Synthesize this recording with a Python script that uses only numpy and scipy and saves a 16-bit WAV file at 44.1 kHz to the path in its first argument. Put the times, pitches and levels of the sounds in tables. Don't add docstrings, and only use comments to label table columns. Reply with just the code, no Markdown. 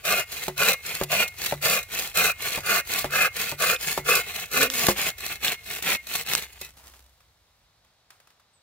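import sys
import numpy as np
from scipy import signal
from scipy.fft import rfft, irfft, next_fast_len
from scipy.io import wavfile

SR = 44100
rng = np.random.default_rng(int(sys.argv[2]) if len(sys.argv) > 2 else 0)


def master(y):
    cut = np.clip(np.atleast_2d(y).T, -1, 1)
    pcm = np.round(cut * 32767)
    wavfile.write(sys.argv[1], SR, pcm.astype(np.int16))


N = 380141
FFT_SIZE = next_fast_len(N + 8000)
TIME, FREQS = np.arange(N) / SR, np.fft.rfftfreq(FFT_SIZE, 1 / SR)
TOOTH_HZ = 200.5

# start in seconds, length in seconds, growl of the wood in dB,
# rasp of the teeth in dB, swell from start to end in dB.
PUSHES = [(0.024, 0.23, -22, -26.5, -0.5), (0.555, 0.21, -21, -24.5, -3.5),
          (1.073, 0.21, -21.5, -27.5, -2.5), (1.603, 0.23, -22, -24, -7.5), (2.128, 0.21, -22, -23, -1.5),
          (2.615, 0.21, -23, -25, 10), (3.086, 0.21, -23, -26, 12), (3.566, 0.22, -23.5, -25.5, -4),
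          (4.035, 0.2, -22, -23, 2), (4.492, 0.2, -22.5, -25.5, 6), (4.935, 0.2, -28, -28, -3.5),
          (5.391, 0.18, -28, -29.5, 2), (5.806, 0.18, -25.5, -26.5, 8), (6.238, 0.25, -34.5, -34, -18)]
PULLS = [(0.242, 0.3, -38, -36.5, -2.5), (0.805, 0.27, -36, -35, -8.5), (1.322, 0.25, -36.5, -33, 11),
         (1.875, 0.27, -33, -31, -12.5), (2.359, 0.29, -33, -32, -6), (2.837, 0.27, -31, -30, -13.5),
         (3.309, 0.27, -32, -31.5, -8.5), (3.765, 0.28, -34, -30, -8.5), (4.2, 0.3, -35, -35.5, -6),
         (4.672, 0.29, -28.5, -25.5, 6), (5.14, 0.26, -36, -35.5, 4), (5.593, 0.24, -39, -36, 17),
         (6.036, 0.22, -32.5, -30.5, 8), (6.581, 0.12, -44, -32, -15)]
SAWING_END_S = PULLS[-1][0] + PULLS[-1][1]


def from_db(db):
    return 10 ** (np.asarray(db) / 20)


def rms_one(x):
    return x / np.sqrt(np.mean(x ** 2) + 1e-20)


def in_time(rows):
    s, *columns = np.transpose(rows)
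    return [np.interp(TIME, s, c) for c in columns]


def at_hz(points):
    hz, value = np.transpose(points)
    return np.interp(np.log(FREQS + 1), np.log(hz), value)


def shaped(x, response):
    return irfft(rfft(x, FFT_SIZE) * response, FFT_SIZE)[..., :N]


def drift(rate):
    steps = TIME * rate
    return rms_one(np.interp(steps, np.arange(9000), rng.standard_normal(9000)))


def resonances(modes):
    total = 0
    for k, (hz, width, db) in enumerate(modes):
        damping = 1j * FREQS * width
        total = total + (-1) ** k * from_db(db) * damping / (hz ** 2 - FREQS ** 2 + damping)
    return total


def moving_resonance(x, hz, width_hz):
    turn = np.exp(2j * np.pi * np.cumsum(hz) / SR)
    r = np.exp(-np.pi * width_hz / SR)
    return 2 * np.real(turn * signal.lfilter([1 - r], [1, -r], x / turn))


def two_ears(pair):
    # frequency in Hz, likeness of the two ears from 0 to 1.
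    likeness = [(200, 0.94), (1400, 0.64), (2600, 0.6), (14000, 0)]
    right_lag_s = .000065
    alike = np.clip(at_hz(likeness), 0, 1)
    mid = shaped(pair[0], np.sqrt((1 + alike) / 2))
    side = shaped(pair[1], np.sqrt((1 - alike) / 2))
    right = shaped(mid - side, np.exp(-2j * np.pi * FREQS * right_lag_s))
    return np.array([mid + side, right])


def noise(spectrum):
    white = two_ears(rng.standard_normal((2, N)))
    return rms_one(shaped(white, from_db(at_hz(spectrum))))


def struck(blows, modes, contact_hz):
    out, t = np.zeros(N + SR), np.arange(SR) / SR
    hz, mode_db, t60 = np.array(modes).T[:, :, None]
    rings = np.sin(2 * np.pi * hz * t) * from_db(mode_db - 60 * t / t60)
    signs = (-1) ** np.arange(len(modes))
    for s, db in blows:
        strengths = from_db(db + rng.normal(0, 3.4, len(modes))) * signs
        start = int(s * SR)
        out[start:start + SR] += strengths @ rings
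    contact = signal.butter(1, contact_hz, fs=SR, output="sos")
    return signal.sosfilt(contact, out[:N] + 1e-18)


def bursts(rows, length_s, rise_s, tail_db, tail_s):
    power, t = np.zeros(N + SR), np.arange(SR // 3) / SR
    body = np.exp(-(t / length_s) ** 2 / 2)
    tail = from_db(tail_db) * np.exp(-t / tail_s)
    shape = (1 - np.exp(-t / rise_s)) * (body + tail)
    for s, db in rows:
        start = int(s * SR)
        power[start:start + len(t)] += (from_db(db) * shape) ** 2
    return np.sqrt(power[:N])


def catches(per_s, decay_s, size_db):
    sizes = from_db(size_db * np.minimum(rng.exponential(1, N), 2))
    jerks = (rng.random(N) < per_s / SR) * sizes
    return signal.lfilter([1], [1, -np.exp(-1 / (decay_s * SR))], jerks + 1e-18)


def forest_air():
    # frequency in Hz, relative spectral level in dB.
    air_colour = [(59, -25.5), (100, -0.5), (306, -12.5), (697, -5.5), (2930, -12.5), (3850, -7.5),
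                  (15500, -31.5)]
    return from_db(-66.5) * noise(air_colour)


def bird():
    # time in seconds, pitch in Hz, level in dB.
    call = [(8.535, 8470, -64), (8.57, 7880, -66), (8.62, 8250, -83)]
    hz, db = in_time(call)
    phase = 2 * np.pi * np.cumsum(hz * (1 + .006 * drift(400))) / SR
    return from_db(db) * (TIME > call[0][0]) * np.sin(phase)


def rocking():
    # time in seconds, level in dB before the gain below.
    rocking_level = [(0, -55), (3.2, -51.5), (5.2, -54.5), (7.1, -65.5), (8.4, -78.5)]
    # frequency in Hz, relative spectral level in dB.
    rumble_colour = [(20, -14.5), (55, -3.5), (95, -5), (250, -31.5)]
    gain_db = 1
    return from_db(in_time(rocking_level)[0] + gain_db) * noise(rumble_colour)


def frame_hum():
    # time in seconds, RMS level in dB.
    hum_level = [(4.7, -96), (4.95, -58.5), (7.05, -59.5), (7.25, -88.5)]
    hum_hz = 63.6 * (1 + 0.0031 * drift(8.7))
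    hum = np.sin(2 * np.pi * np.cumsum(hum_hz) / SR) * np.sqrt(2)
    return from_db(in_time(hum_level)[0]) * hum


def trees(x, wet_db=-27, t60=0.52, dull_hz=3500):
    t = np.arange(SR) / SR
    onset = np.minimum(t / .02, 1)
    echo = rng.standard_normal((2, SR)) * from_db(-60 * t / t60) * onset
    echo /= np.sqrt(np.sum(echo ** 2, axis=1, keepdims=True))
    wet = signal.fftconvolve(x, echo, axes=1)[:, :N]
    return from_db(wet_db) * shaped(wet, 1 / (1 + 1j * FREQS / dull_hz))


def twigs():
    # time in seconds, level in dB.
    cracks = [(6.937, -51), (7.205, -57), (7.847, -61), (8.104, -46), (8.201, -54.5), (8.272, -55),
              (8.303, -57), (8.398, -59)]
    # frequency in Hz, relative spectral level in dB.
    twig_colour = [(200, -14), (1100, 8), (3500, 0), (15000, -7)]
    return noise(twig_colour) * bursts(cracks, length_s=0.004, rise_s=.0001, tail_db=-9.0, tail_s=0.057)


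def leaves():
    # time in seconds, level in dB.
    rustle_level = [(6.65, -49.5), (6.75, -60.5), (6.87, -48), (6.98, -57.5), (7.4, -85), (7.57, -73),
                    (7.7, -82)]
    # frequency in Hz, relative spectral level in dB.
    leaf_colour = [(6000, -1.5), (15000, -4.5)]
    crumple = rms_one(.6 + catches(per_s=90, decay_s=.002, size_db=4.0))
    level = from_db(in_time(rustle_level)[0] + 0.87 * drift(90)) * (TIME > rustle_level[0][0])
    return level * crumple * noise(leaf_colour)


def bark_scrape():
    # time in seconds, level in dB.
    scrape_level = [(6.74, -64), (6.85, -53), (6.92, -63), (7.2, -95)]
    # frequency in Hz, relative spectral level in dB.
    scrape_colour = [(400, -14), (1050, -5), (3500, -18.5)]
    level = from_db(in_time(scrape_level)[0] + 1.7 * drift(70)) * (TIME > scrape_level[0][0])
    return level * noise(scrape_colour)


def groan(octave_db=0.5, rough=0.062):
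    # time in seconds, pitch in Hz, level of the lower tone in dB.
    glide = [(4.52, 228, -59.5), (4.615, 274.7, -26.5), (4.68, 258, -43.5), (4.87, 218.8, -41.5),
             (4.9, 214, -100)]
    hz, db = in_time(glide)
    phase = 2 * np.pi * np.cumsum(hz * (1 + rough * drift(150))) / SR
    tones = np.sin(phase) + from_db(octave_db) * np.sin(2 * phase)
    return from_db(db + 2.4 * drift(60)) * (TIME > glide[0][0]) * tones


def fibre_snaps():
    # time in seconds, level in dB.
    snap_times = [(4.631, -7.5), (4.701, -16), (6.335, -10), (6.351, -5)]
    # frequency in Hz, relative spectral level in dB.
    snap_colour = [(200, -12.5), (1200, -2), (3200, 3), (6000, 1.5), (16000, -9)]
    return noise(snap_colour) * bursts(snap_times, length_s=.0008, rise_s=.0001, tail_db=-24.0, tail_s=0.0089)


def steel_knocks():
    # time in seconds, level in dB.
    tick_times = [(3.763, -15), (5.481, -10.5), (6.335, -10.5)]
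    clank_times = [(6.613, -40), (6.631, -39)]
    # frequency in Hz, relative level in dB, decay by 60 dB in seconds.
    tick_modes = [(2840, -4.5, 0.0067), (3620, -5, 0.01), (5300, -9, 0.0077)]
    clank_modes = [(2000, -5, 0.19), (2584, -4, .16), (3750, -10, .09), (4172, -15, 0.12), (5400, -19, .15)]
    ticks = struck(tick_times, tick_modes, contact_hz=9100)
    return ticks + struck(clank_times, clank_modes, contact_hz=9000)


def log_blows():
    # time in seconds, level in dB.
    bumps = [(.481, -19), (1.013, -16), (1.523, -17), (2.575, -20), (3.044, -17), (3.521, -26),
             (3.977, -17), (6.612, -38)]
    breaks = [(4.841, -27), (4.885, -8.5)]
    # frequency in Hz, relative level in dB, decay by 60 dB in seconds.
    bump_modes = [(144, -18.5, 0.6), (372.5, -15, 0.17), (575, -7, 0.055), (701, -9, 0.04),
                  (907, -8, 0.049), (2000, -23, 0.23)]
    break_modes = [(202, -11.5, 0.17), (357, -8.5, 0.12), (534, -14.5, 0.15), (810, -14, 0.073),
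                   (1110, -9, 0.037)]
    # frequency in Hz, relative spectral level in dB.
    bark_colour = [(25, -18), (60, -5.5), (800, -1), (1500, -10.5), (7000, -27)]
    thuds = struck(bumps, bump_modes, contact_hz=6000) + struck(breaks, break_modes, contact_hz=4020)
    blows = list(bumps) + list(breaks)
    crush = bursts(blows, length_s=0.0011, rise_s=0.0001, tail_db=-3.5, tail_s=0.013)
    return thuds + from_db(-3.0) * noise(bark_colour) * crush


def arm():
    # time in seconds, depth of bite from 0 to 1.
    forward_bite = [(4.6, 0.9), (4.9, 0)]
    starts = [row[0] for row in list(PUSHES) + list(PULLS)]
    turns = np.sort(starts + [SAWING_END_S])
    angle = np.pi * np.interp(TIME, turns, np.arange(len(turns)))
    swing = np.sin(angle)
    place = (1 - np.cos(angle)) / 2
    bite = np.where(swing > 0, in_time(forward_bite)[0], .08)
    return place, np.abs(swing) ** .6, np.clip(bite, 0, 1)


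def strokes(rows, attack_s, release_s):
    out = np.zeros((2, N))
    for s, length, growl_db, rasp_db, swell_db in rows:
        now = (TIME > s) & (TIME < s + length)
        t = TIME[now] - s
        ease_in = np.sin(np.pi / 2 * np.minimum(t / attack_s, 1))
        ease_out = np.sin(np.pi / 2 * np.minimum((length - t) / release_s, 1))
        swell = from_db(swell_db * (t / length - .5))
        out[:, now] += from_db([[growl_db], [rasp_db]]) * (ease_in * ease_out) ** 2 * swell
    return out


def effort():
    work = strokes(PUSHES, attack_s=0.072, release_s=0.064) + strokes(PULLS, attack_s=.12, release_s=0.1)
    rub = from_db(-55.5) * (TIME < SAWING_END_S)
    return 20 * np.log10(np.hypot(work, rub) + 1e-9) + 1.47 * drift(55)


def tooth_snags(rasp_db):
    # time in seconds, relative level in dB.
    snag_times = [(.052, -26), (.481, -30), (.73, -21), (1.034, -24), (1.278, -30.5), (1.46, -21),
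                  (1.626, -31.5), (1.828, -34), (2.171, -23.5), (2.987, -23.5), (3.365, -27),
                  (3.413, -23.5), (3.598, -40), (4.152, -18), (4.514, -30.5), (4.628, -18.5),
                  (4.736, -28.5), (4.885, -17.5), (5.181, -37), (5.824, -27.5), (6.069, -33.5),
                  (6.152, -20.5), (6.53, -45.5), (6.613, -31)]
    catch_db = 1.5
    skids = bursts(snag_times, length_s=0.0071, rise_s=0.00025, tail_db=-26.5, tail_s=0.057)
    single_teeth = catches(per_s=70, decay_s=.0018, size_db=4.2)
    return np.hypot(skids, from_db(rasp_db + catch_db) * single_teeth)


def tearing(speed, fibres_per_s, size_db, tooth_db, judder_db, judder_hz):
    teeth = np.cumsum(TOOTH_HZ * speed * (1 + 0.0661 * drift(60))) / SR
    force = from_db(tooth_db * np.cos(2 * np.pi * teeth) + judder_db * drift(judder_hz))
    torn = rng.random((2, N)) < fibres_per_s * (.4 + speed) / SR
    sizes = from_db(size_db * np.minimum(rng.exponential(1, (2, N)), 4))
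    clicks = torn * sizes * rng.choice([-1, 1], (2, N))
    return rms_one(two_ears(clicks * force / np.sqrt(0.36 + speed)))


def along_blade(x, place, near_s, travel_s, reflection, scatter):
    late = TIME - near_s - travel_s * (place + drift(2) / 2)
    fine = signal.resample_poly(x, 2, 1, axis=1)
    back = np.array([np.interp(late, np.arange(2 * N) / (2 * SR), ear) for ear in fine])
    longest_path_s, shifts_per_s = .005, 9
    lags = (rng.uniform(.05, 1, 10) * longest_path_s * SR).astype(int)
    scattered = sum(np.roll(x, lag, axis=1) * np.tanh(drift(shifts_per_s)) for lag in lags)
    return rms_one(x + reflection * back + scatter * scattered)


def singing(growl_db, t60=.35, waver_db=4.0):
    # frequency in Hz, relative level in dB.
    blade_modes = [(1879, -9), (2148, 1.5), (2830, -14)]
    # time in seconds, gain of the free ringing in dB.
    ring_level = [(0, -15), (2.5, -18.5), (5.2, -15)]
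    keep = from_db(-120 / (t60 * SR))
    stored = np.sqrt(signal.lfilter([1 - keep], [1, -keep], from_db(growl_db) ** 2))
    tones = np.zeros(N)
    for hz, db in blade_modes:
        level = from_db(db + waver_db * drift(22))
        flexed_hz = hz + 4.5 * drift(40)
        tones += level * np.sin(2 * np.pi * np.cumsum(flexed_hz) / SR)
    return from_db(in_time(ring_level)[0]) * stored * tones


def rasp(place, speed, rasp_db, snags, hiss_db=0.6, zing_db=-1, snag_db=1.0):
    # frequency in Hz, relative spectral level in dB.
    teeth_colour = [(1500, -13), (2900, -9), (4100, 5.5), (5000, -1), (7000, 0.5), (10400, -3), (11800, -1),
                    (14000, 1), (15500, -2)]
    # frequency in Hz, width in Hz, relative level in dB.
    zing_modes = [(6770, 140, 1), (11850, 110, 4.5)]
    level = np.hypot(from_db(rasp_db + hiss_db), from_db(snag_db) * snags)
    scrape = tearing(speed, fibres_per_s=11000, size_db=1.5, tooth_db=0.1, judder_db=1.14, judder_hz=174.0)
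    drive = level * along_blade(scrape, place, near_s=0.000909, travel_s=0.00011, reflection=.33, scatter=.33)
    zing = from_db(zing_db) * np.abs(resonances(zing_modes))
    return shaped(drive, rms_one(np.hypot(from_db(at_hz(teeth_colour)), zing)))


def tooth_beat(speed, bite, growl_db, beat_db=-19):
    phase = 2 * np.pi * np.cumsum(TOOTH_HZ * speed * (1 + .1 * drift(120))) / SR
    return from_db(growl_db + beat_db) * np.sqrt(bite) * speed * np.sin(phase)


def wood(place, speed, bite, growl_db, snags, snag_db=-7, skim_db=-1.5, bite_db=-12, log_width_hz=105):
    # frequency in Hz, relative spectral level in dB.
    wood_colour = [(50, -35.5), (160, -0.5), (280, -11), (420, -5.5), (700, -4), (960, -7), (1200, -5),
                   (2200, 1.5), (2900, -2.5), (3500, -2.5), (5000, -31.5)]
    # time in seconds, note of the log in Hz,
    # its relative level in dB, relative level of the kerf in dB.
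    deepening_cut = [(.65, 560, 13.5, -1), (1.17, 657, 13, -8.5), (2.23, 547, 13, 2), (3.1, 550, 13.5, 6),
                     (4.13, 474, 14, 2)]
    # frequency in Hz, width in Hz, relative level in dB.
    kerf_modes = [(1126, 170, 5.5), (1520, 320, 12.5)]
    loaded_blade_modes = [(2452, 30, 21.5), (2590, 26, 19), (2813, 30, 15), (2040, 36, 12)]
    blade_body = [(2572, 330, -3.5)]

    fibres = tearing(speed, fibres_per_s=4500, size_db=2.5, tooth_db=2.5, judder_db=2.0, judder_hz=164.5)
    paths = along_blade(fibres, place, near_s=0.002195, travel_s=.0005, reflection=0.23, scatter=0.13)
    drive = np.hypot(from_db(growl_db), from_db(snag_db) * snags) * paths
    colour = from_db(at_hz(wood_colour))
    drive = drive / np.sqrt(np.mean(colour ** 2))

    skimming = from_db(skim_db) * shaped(drive * np.sqrt(1 - bite), colour)
    loaded = from_db(bite_db) * np.roll(drive, SR // 400, axis=1) * np.sqrt(bite)
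    log_hz, log_db, kerf_db = in_time(deepening_cut)
    log_note = from_db(log_db) * moving_resonance(loaded, log_hz, log_width_hz)
    kerf = shaped(from_db(kerf_db) * loaded, resonances(kerf_modes))
    blade = shaped(loaded, resonances(loaded_blade_modes)) + shaped(drive, resonances(blade_body))
    return skimming + log_note + kerf + blade + tooth_beat(speed, bite, growl_db)


def scene():
    place, speed, bite = arm()
    growl_db, rasp_db = effort()
    snags = tooth_snags(rasp_db)
    saw = wood(place, speed, bite, growl_db, snags) + rasp(place, speed, rasp_db, snags) + singing(growl_db)
    knocks = log_blows() + steel_knocks() + fibre_snaps() + twigs()
    near = saw + knocks + groan() + leaves() + bark_scrape()
    return near + trees(near) + rocking() + frame_hum() + forest_air() + bird()


def record(dry):
    dry = signal.sosfilt(signal.butter(3, 36, "high", fs=SR, output="sos"), dry)
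    dry = np.tanh(dry / .75) * .75
    steep_cut = signal.ellip(10, .2, 75, 15700, fs=SR, output="sos")
    return signal.sosfilt(steep_cut, dry)


dry = scene()
out = record(dry)
master(out)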